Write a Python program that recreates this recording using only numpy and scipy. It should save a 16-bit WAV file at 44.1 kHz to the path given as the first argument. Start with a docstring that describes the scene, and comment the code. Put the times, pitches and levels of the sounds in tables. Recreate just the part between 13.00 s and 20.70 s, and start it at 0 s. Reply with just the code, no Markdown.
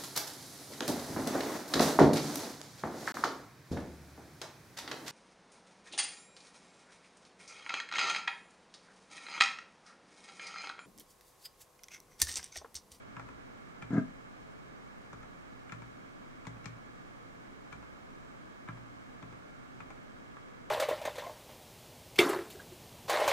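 """Slow typing and a knocked desk

One finger types slowly on a plastic keyboard on a desk in a small room, with a computer fan running.
Each key is a sum of decaying case and cap modes with a noise tick; desk modes add a thump, and about
a tenth of a second later the key returns with a softer clack. Near the start something bumps the desk
and judders in a few near-even slips: a dull, louder knock of low modes, with loose parts rattling.
Fan and hiss are spectrally shaped noise; hum and whine are sines of wandering phase."""
import sys
import numpy as np
from scipy import signal
from scipy.fft import rfft, irfft
from scipy.io import wavfile

SR = 44100
rng = np.random.default_rng(int(sys.argv[2]) if len(sys.argv) > 2 else 0)


def log_audio(samples):
    """Write samples as a 16-bit WAV file to the path given in sys.argv[1]."""
    # one column per channel
    frames = np.atleast_2d(samples).T
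    # limit to full scale, then quantise
    limited = np.clip(frames, -1, 1)
    pcm = np.round(limited * 32767).astype(np.int16)
    wavfile.write(sys.argv[1], SR, pcm)


N = 339570
BLOW = np.arange(int(.7 * SR)) / SR  # time axis of one blow, s

# Keystrokes, timed at bottoming out; the lead is how long before that the finger is heard meeting the cap
# (0 = unheard): t/s, case level/dB, cap level/dB, tick level/dB, case centre f/Hz, left-right level/dB,
# thump level/dB, sway level/dB, lead t/s, held t/s, return level/dB
KEYSTROKES = [(.166, -47, -53, -66, 1300, 2, -45.5, -57, 0, .101, -62),
              (0.1956, -45.5, -54.5, -63.5, 1000, 3, -72, -56, 0, 0.092, -54),
              (0.8234, -47.5, -48.5, -58.5, 1220, 3.5, -43, -49, 0.0047, 0.083, -55),
              (2.131, -49, -63, -61.5, 905, 3, -47.5, -49.5, 0.003, 0.099, -55),
              (2.7211, -46.5, -47, -54.5, 1390, 3, -41.5, -52, .027, 0.099, -53.5),
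              (3.4684, -48, -51, -52.5, 1160, 4.5, -39.5, -50, 0.016, .1, -62),
              (3.6574, -49.5, -48, -51, 1216, 5.5, -39.5, -54, 0.014, .1096, -63),
              (4.7268, -49.5, -53, -58, 1510, 6.5, -48, -48.5, 0.0048, .1, -57),
              (5.6861, -44, -51, -65, 1470, 2.5, -39, -57, 0.009, 0.086, -61),
              (6.226, -54, -59.5, -66, 1000, 5, -43.5, -59, 0.0031, 0.1, -58),
              (6.804, -49.5, -52, -64, 1230, 4, -51.5, -59, 0, .1, -50.5)]
# Sharp tick of plastic on plastic, relative spectral density: f/Hz, level/dB per Hz
TICK_SPECTRUM = [(1500, -32), (3500, 4), (4800, -2), (5500, -1), (6200, 0.5), (7000, 1.5), (8000, -4),
                 (10000, -18), (12000, -35), (14000, -26)]


def key_clacks():
    """Impact and release: the finger meets the cap, drives it to the bottom, holds it and lets it spring back."""
    # one last light tap: t/s, case level/dB, cap level/dB, tick level/dB, case centre f/Hz, left-right level/dB
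    light_tap = (7.368, -52, -65, -71, 1280, -1)
    touch_db, touch_tick_db = -9, -13  # first touch against the stroke: softer ring, still softer tick
    out = np.zeros((2, N))
    for s, case_db, cap_db, tick_db, centre_hz, left_db, _, _, lead_s, held_s, return_db in KEYSTROKES:
        add(out, s, clack(case_db, cap_db, tick_db, centre_hz, left_db))
        # cap and tick of the return are relative to its case
        key_return = clack(case_db=0, cap_db=-6.5, tick_db=-13.5, centre_hz=1000, left_db=5)
        add(out, s + held_s, from_db(return_db) * key_return)
        if lead_s > 0:
            touch = clack(case_db + touch_db, cap_db + touch_db, tick_db + touch_tick_db, centre_hz, left_db)
            add(out, s - lead_s, touch)
    add(out, light_tap[0], clack(*light_tap[1:]))
    return room(out, wet_db=-8, build_s=0.003)


def clack(case_db, cap_db, tick_db, centre_hz, left_db):
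    """Modal excitation: a landing cap ticks, seats and rocks; the case rings most near the key's own centre."""
    # keyboard case modes: f/Hz, level/dB, t60/s
    case_modes = [(492, -1.5, 0.03), (615, -4, 0.034), (842, -3.5, 0.028), (1018, -3, 0.031),
                  (1150, -9.5, 0.076), (1320, -1.5, 0.034), (1373, -5, 0.044), (1510, -21, 0.035),
                  (1685, -2, 0.024)]
    # key cap modes: f/Hz, level/dB, t60/s
    cap_modes = [(1857, -6.5, 0.041), (2130, -1, 0.029), (2357, 1, 0.028), (2627, -6, 0.032),
                 (3130, -11.5, 0.029), (3470, -11, 0.02)]
    # bright crack that starts the tick, relative spectral density: f/Hz, level/dB per Hz
    crack_spectrum = [(1500, -25), (3500, 0), (6400, 2), (9000, -9), (12000, -32), (14500, -25)]
    crack_db, crack_t60 = 4, .0075  # dB relative to the tick, s

    # modes lose 10 dB one octave from the centre, growing with the square of the distance
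    modes = [(hz, db - 10.0 * np.log2(hz / centre_hz) ** 2, t60) for hz, db, t60 in case_modes]
    out = np.zeros((2, len(BLOW)))
    for s, db in [(0, 0), (0.00352, -3.5), (.014, -10)]:  # landing, seating, rocking: s, dB
        ring = hard_blow(modes, detune=0.022, vary_db=1.2, apart=0.24, rise_s=0.00057)
        add(out, s, from_db(case_db + db) * ring)
    cap = from_db(cap_db) * hard_blow(cap_modes, detune=0.037, vary_db=1.5, apart=0.44, rise_s=0.00065)
    tick = burst(TICK_SPECTRUM, t60=0.017, tail_db=-5.5, tail_t60=.08)
    noise = rng.standard_normal((2, len(BLOW)))
    crack = from_db(crack_db) * colour(noise, crack_spectrum) * fade(crack_t60)
    return (out + cap + from_db(tick_db) * (tick + crack)) * panned(left_db)


def key_thumps():
    """Structure-borne sound: each stroke makes the desk boom and sway; the lifting finger booms it faintly."""
    # desk modes under the keyboard: f/Hz, level/dB, t60/s
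    desk_modes = [(118.3, -4, 0.71), (134.6, -6.5, 0.14), (164, -4, 0.23), (181.4, -19, 0.23),
                  (264.3, -12, 0.35)]
    # slow sway of the desk on its legs: f/Hz, level/dB, t60/s
    sway_modes = [(59.7, -5.5, 1), (76.4, -14, .3)]
    boom_lag_s, sway_lag_s = 0.00407, 0.011  # after bottoming out
    lift_db = -12  # relative to the stroke's thump
    out = np.zeros((2, N))
    boom = soft_blow(desk_modes, contact_hz=332, radiate_hz=96)
    sway = soft_blow(sway_modes, contact_hz=110, radiate_hz=44.8)
    for s, *_, thump_db, sway_db, _, held_s, _ in KEYSTROKES:
        add(out, s + boom_lag_s, from_db(thump_db) * boom)
        add(out, s + sway_lag_s, from_db(sway_db) * sway)
        add(out, s + held_s, from_db(thump_db + lift_db) * boom)
    return out * panned(1.0)


def knock_thuds():
    """Stick-slip: a grazing slip, slightly weakening full slips to a hard stop, then fast-dying after-shakes."""
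    # heavy, low modes of the bumped furniture: f/Hz, level/dB, t60/s
    thud_modes = [(128, -15, .12), (171, -7.5, .075), (201, -6.5, 0.091), (227, -3.5, 0.097),
                  (249.8, -8.5, 0.16), (276, -23.5, .2), (370, -14.5, .09), (416, -24, 0.18)]
    stop_s, stop_slip_db = .9788, -26  # time and level of the last full slip, slip 0
    slip_s, jitter_s = .0245, 0.00057  # spacing of the slips, unevenness of every contact
    weaken_db, settle_db = 0.7, 17  # loss per slip: before the stop, after it
    graze_db, stop_db = -7.5, 8  # change of the first slip, extra of the hard stop
    rebound_s, rebound_loss_db = 0.00754, 2.5  # spacing, loss per rebound
    out = np.zeros((2, N))
    thud = soft_blow(thud_modes, contact_hz=344, radiate_hz=115)
    for slip in range(-3, 3):
        slip_db = stop_slip_db + min(-weaken_db * slip, -settle_db * slip) + graze_db * (slip == -3)
        for rebound in range(3):  # the slip itself, then two rebounds
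            db = slip_db - rebound_loss_db * rebound + stop_db * (slip == rebound == 0)
            s = stop_s + slip_s * slip + rebound_s * rebound + jitter_s * rng.standard_normal()
            add(out, s, from_db(db) * thud)
    return room(out * panned(1.3), wet_db=-14, build_s=0.026)


def knock_rattle():
    """Repeated micro-impacts: while the judder lasts, loose parts chatter unevenly and the surface is scuffed."""
    # loose, light parts: f/Hz, level/dB, t60/s
    loose_modes = [(657, 1.5, 0.078), (765, -2, 0.037), (973, -1, 0.031), (1240, 1, 0.047),
                   (1370, 1.5, 0.042), (1596, 0.5, 0.07), (1664, -3, 0.088), (2094, -5.5, 0.062),
                   (2630, -20, 0.078)]
    # how hard the knock shakes and scuffs: t/s, rattle level/dB before the trim below, scuff level/dB
    shake = [(0.902, -58, -76), (0.914, -49, -75), (0.938, -44, -63.5), (0.956, -43, -73),
             (0.97, -36.5, -69), (0.99, -43, -67), (1.0, -51, -73)]
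    rattle_trim_db = -6.5
    contacts_per_s = 260
    out = np.zeros((2, N))
    times, rattle_db, scuff_db = np.transpose(shake)
    for due in np.arange(times[0], times[-1], 1 / contacts_per_s):
        s = due + rng.uniform(-.5, .5) / contacts_per_s
        rattle = hard_blow(loose_modes, detune=0.028, vary_db=0.5, apart=0.16, rise_s=.001)
        scuff = burst(TICK_SPECTRUM, t60=.04, tail_db=-12, tail_t60=0.11)
        rattle = from_db(rattle_trim_db + np.interp(s, times, rattle_db)) * rattle
        scuff = from_db(np.interp(s, times, scuff_db)) * scuff
        add(out, s, rattle + scuff)
    return room(out * panned(4.0), wet_db=-8, build_s=0.0058)


def computer():
    """Broadband and tonal noise: fan rush, faint hiss, and hum and whine whose phase walks at random."""
    # fan and room air, relative spectral density: f/Hz, level/dB per Hz
    fan_spectrum = [(12, -39), (20, 0), (38, -9), (87, -8.5), (121, -5.5), (144, -5), (253, -6.5),
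                    (354, -9), (549, -10), (649, -9.5), (947, -14.5), (1190, -11), (2240, -18.5),
                    (2430, -23.5), (3000, -27.5), (3900, -61), (6600, -120)]
    # resonances that colour the rush: f/Hz, width f/Hz, level/dB
    fan_peaks = [(262, 56, 4.5), (1186, 91, 2), (1398, 100, -3), (1690, 68, 5.5), (1934, 380, -4),
                 (2187, 230, 3.5)]
    # fine hiss above it, relative spectral density: f/Hz, level/dB per Hz
    hiss_spectrum = [(1760, -26), (3000, -5.5), (3170, -0.5), (3450, -5), (3830, -3), (4310, -7),
                     (6090, -9), (7250, -10.5), (10300, -19), (12000, -35.5), (13400, -23), (15100, -18.5),
                     (15800, -23.5)]
    # steady tones: f/Hz, rms level/dB
    tones = [(30, -74), (59.5, -82), (120, -67), (1394, -71.5), (3289, -82), (4738, -89.5)]
    out = steady_noise(fan_spectrum, -56, fan_peaks) + steady_noise(hiss_spectrum, -72, [])
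    time = np.arange(N) / SR
    for hz, db in tones:
        # phase drifts 2.71 rad rms in one second, independently on each side
        wander = np.cumsum(rng.standard_normal((2, N)), axis=1) * 2.71 / np.sqrt(SR)
        out = out + from_db(db) * np.sqrt(2) * np.sin(2 * np.pi * hz * time + wander)
    return out


def steady_noise(spectrum, level_db, peaks):
    """Partial coherence: mid and side noises set the likeness of the sides; the level is the mid channel's rms."""
    # left-right correlation of the background: f/Hz, likeness (-1 to 1)
    likeness = [(30, -0.5), (120, -0.63), (280, -0.27), (640, -0.71), (1400, -0.48), (3100, -0.48),
                (6800, 0.057), (15000, .1)]
    # left-right balance of the background: f/Hz, level/dB
    balance = [(30, -1), (120, -1.5), (280, 0), (640, -0.5), (1400, -5), (2800, -2), (5600, -0.3),
               (15000, .5)]
    hz = np.fft.rfftfreq(N, 1 / SR)
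    shape_db = at_hz(spectrum, hz)
    for centre, width, db in peaks:
        shape_db = shape_db + db / (1 + (2 * (hz - centre) / width) ** 2)
    alike = np.clip(at_hz(likeness, hz), -.95, .95)
    white = rfft(rng.standard_normal((2, N)))
    mid, side = white * from_db(shape_db) * np.sqrt([1 + alike, 1 - alike])
    lean = from_db(at_hz(balance, hz) / 2)
    sides = irfft(np.array([(mid + side) * lean, (mid - side) / lean]), N)
    return from_db(level_db) * sides / np.std(irfft(mid, N))


def room(x, wet_db, build_s):
    """Diffuse reverberation: a noise tail, different on each side, builds up and dies band by band."""
    # reverberation time: f/Hz, t60/s
    room_t60 = [(100, 0.33), (400, 0.18), (1500, 0.25), (6000, 0.17), (15000, 0.24)]
    tail, edges = 0, np.geomspace(70, 16000, 9)
    for low, high in zip(edges, edges[1:]):
        band_pass = signal.butter(2, [low, high], "band", fs=SR, output="sos")
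        band = signal.sosfilt(band_pass, rng.standard_normal((2, len(BLOW))))
        tail = tail + band * fade(at_hz(room_t60, np.sqrt(low * high)))
    tail = tail * (1 - np.exp(-BLOW / build_s))
    tail = tail / np.sqrt(np.sum(tail[0] ** 2))
    return x + from_db(wet_db) * signal.fftconvolve(x, tail, axes=1)[:, :N]


def hard_blow(modes, detune, vary_db, apart, rise_s):
    """Modal sum in stereo: each blow varies its light modes' pitch and strength, out of step on the two sides."""
    out = 0
    for hz, db, t60 in modes:
        tune, strength, step = rng.standard_normal(3)
        phase = 2 * np.pi * (hz * (1 + detune * tune) * BLOW + rng.random())
        sides = phase + apart * step * np.array([[1], [-1]])
        out = out + from_db(db + vary_db * strength) * fade(t60) * np.sin(sides)
    out = out * (1 - np.exp(-BLOW / rise_s))
    return out / np.sqrt(np.mean(out[:, BLOW < .01] ** 2))  # unit rms over the first 10 ms


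def soft_blow(modes, contact_hz, radiate_hz):
    """Soft contact low-passes the push on low modes; a panel this small moves no air in the deepest bass."""
    sound = sum(from_db(db) * fade(t60) * np.cos(2 * np.pi * hz * BLOW) for hz, db, t60 in modes)
    sound = signal.sosfilt(signal.butter(3, contact_hz, fs=SR, output="sos"), sound)
    return signal.sosfilt(signal.butter(3, radiate_hz, "high", fs=SR, output="sos"), sound)


def burst(spectrum, t60, tail_db, tail_t60):
    """Two-rate decay: stereo chatter of tiny contacts dies fast and leaves a fainter, longer tail."""
    noise = colour(rng.standard_normal((2, len(BLOW))), spectrum)
    return noise * (fade(t60) + from_db(tail_db) * fade(tail_t60))


def fade(t60):
    """Exponential damping: the envelope of one blow falls 60 dB in t60 seconds."""
    return np.exp(-np.log(1000) * BLOW / t60)


def colour(x, spectrum):
    """Spectral shaping: white noise takes on a spectrum while its expected power is kept."""
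    gain = from_db(at_hz(spectrum, np.fft.rfftfreq(x.shape[-1], 1 / SR)))
    return irfft(rfft(x) * gain / np.sqrt(np.mean(gain ** 2)), x.shape[-1])


def from_db(db):
    """Logarithmic level: decibels to amplitude gain."""
    return 10 ** (np.asarray(db) / 20)


def at_hz(points, hz):
    """Linear interpolation of a table on a log-frequency axis."""
    freqs, values = np.transpose(points)
    return np.interp(np.log(np.maximum(hz, 1)), np.log(freqs), values)


def add(out, s, sound):
    """Superposition: mix a sound in at time s."""
    start = max(round(s * SR), 0)
    out[:, start:start + sound.shape[-1]] += sound[..., :out.shape[-1] - start]


def panned(left_db):
    """Interaural level difference: gains of the two channels, left_db apart."""
    return from_db(np.array([[left_db], [-left_db]]) / 2)


def from_the_left(x, count):
    """Interaural time difference: the sound reaches the right side count samples late."""
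    return np.array([x[0], np.pad(x[1], (count, 0))[:N]])


def scene():
    """Superposition: keys and knock, arriving first on the left, over the computer's steady noise."""
    keys = key_clacks() + key_thumps()
    knock = knock_thuds() + knock_rattle()
    return from_the_left(keys + knock, count=3) + computer()


def record(dry):
    """Band limiting: a steep elliptic low-pass cuts the top above 15.8 kHz."""
    return signal.sosfilt(signal.ellip(10, .1, 80, 15800, fs=SR, output="sos"), dry)


dry = scene()
out = record(dry)
log_audio(out)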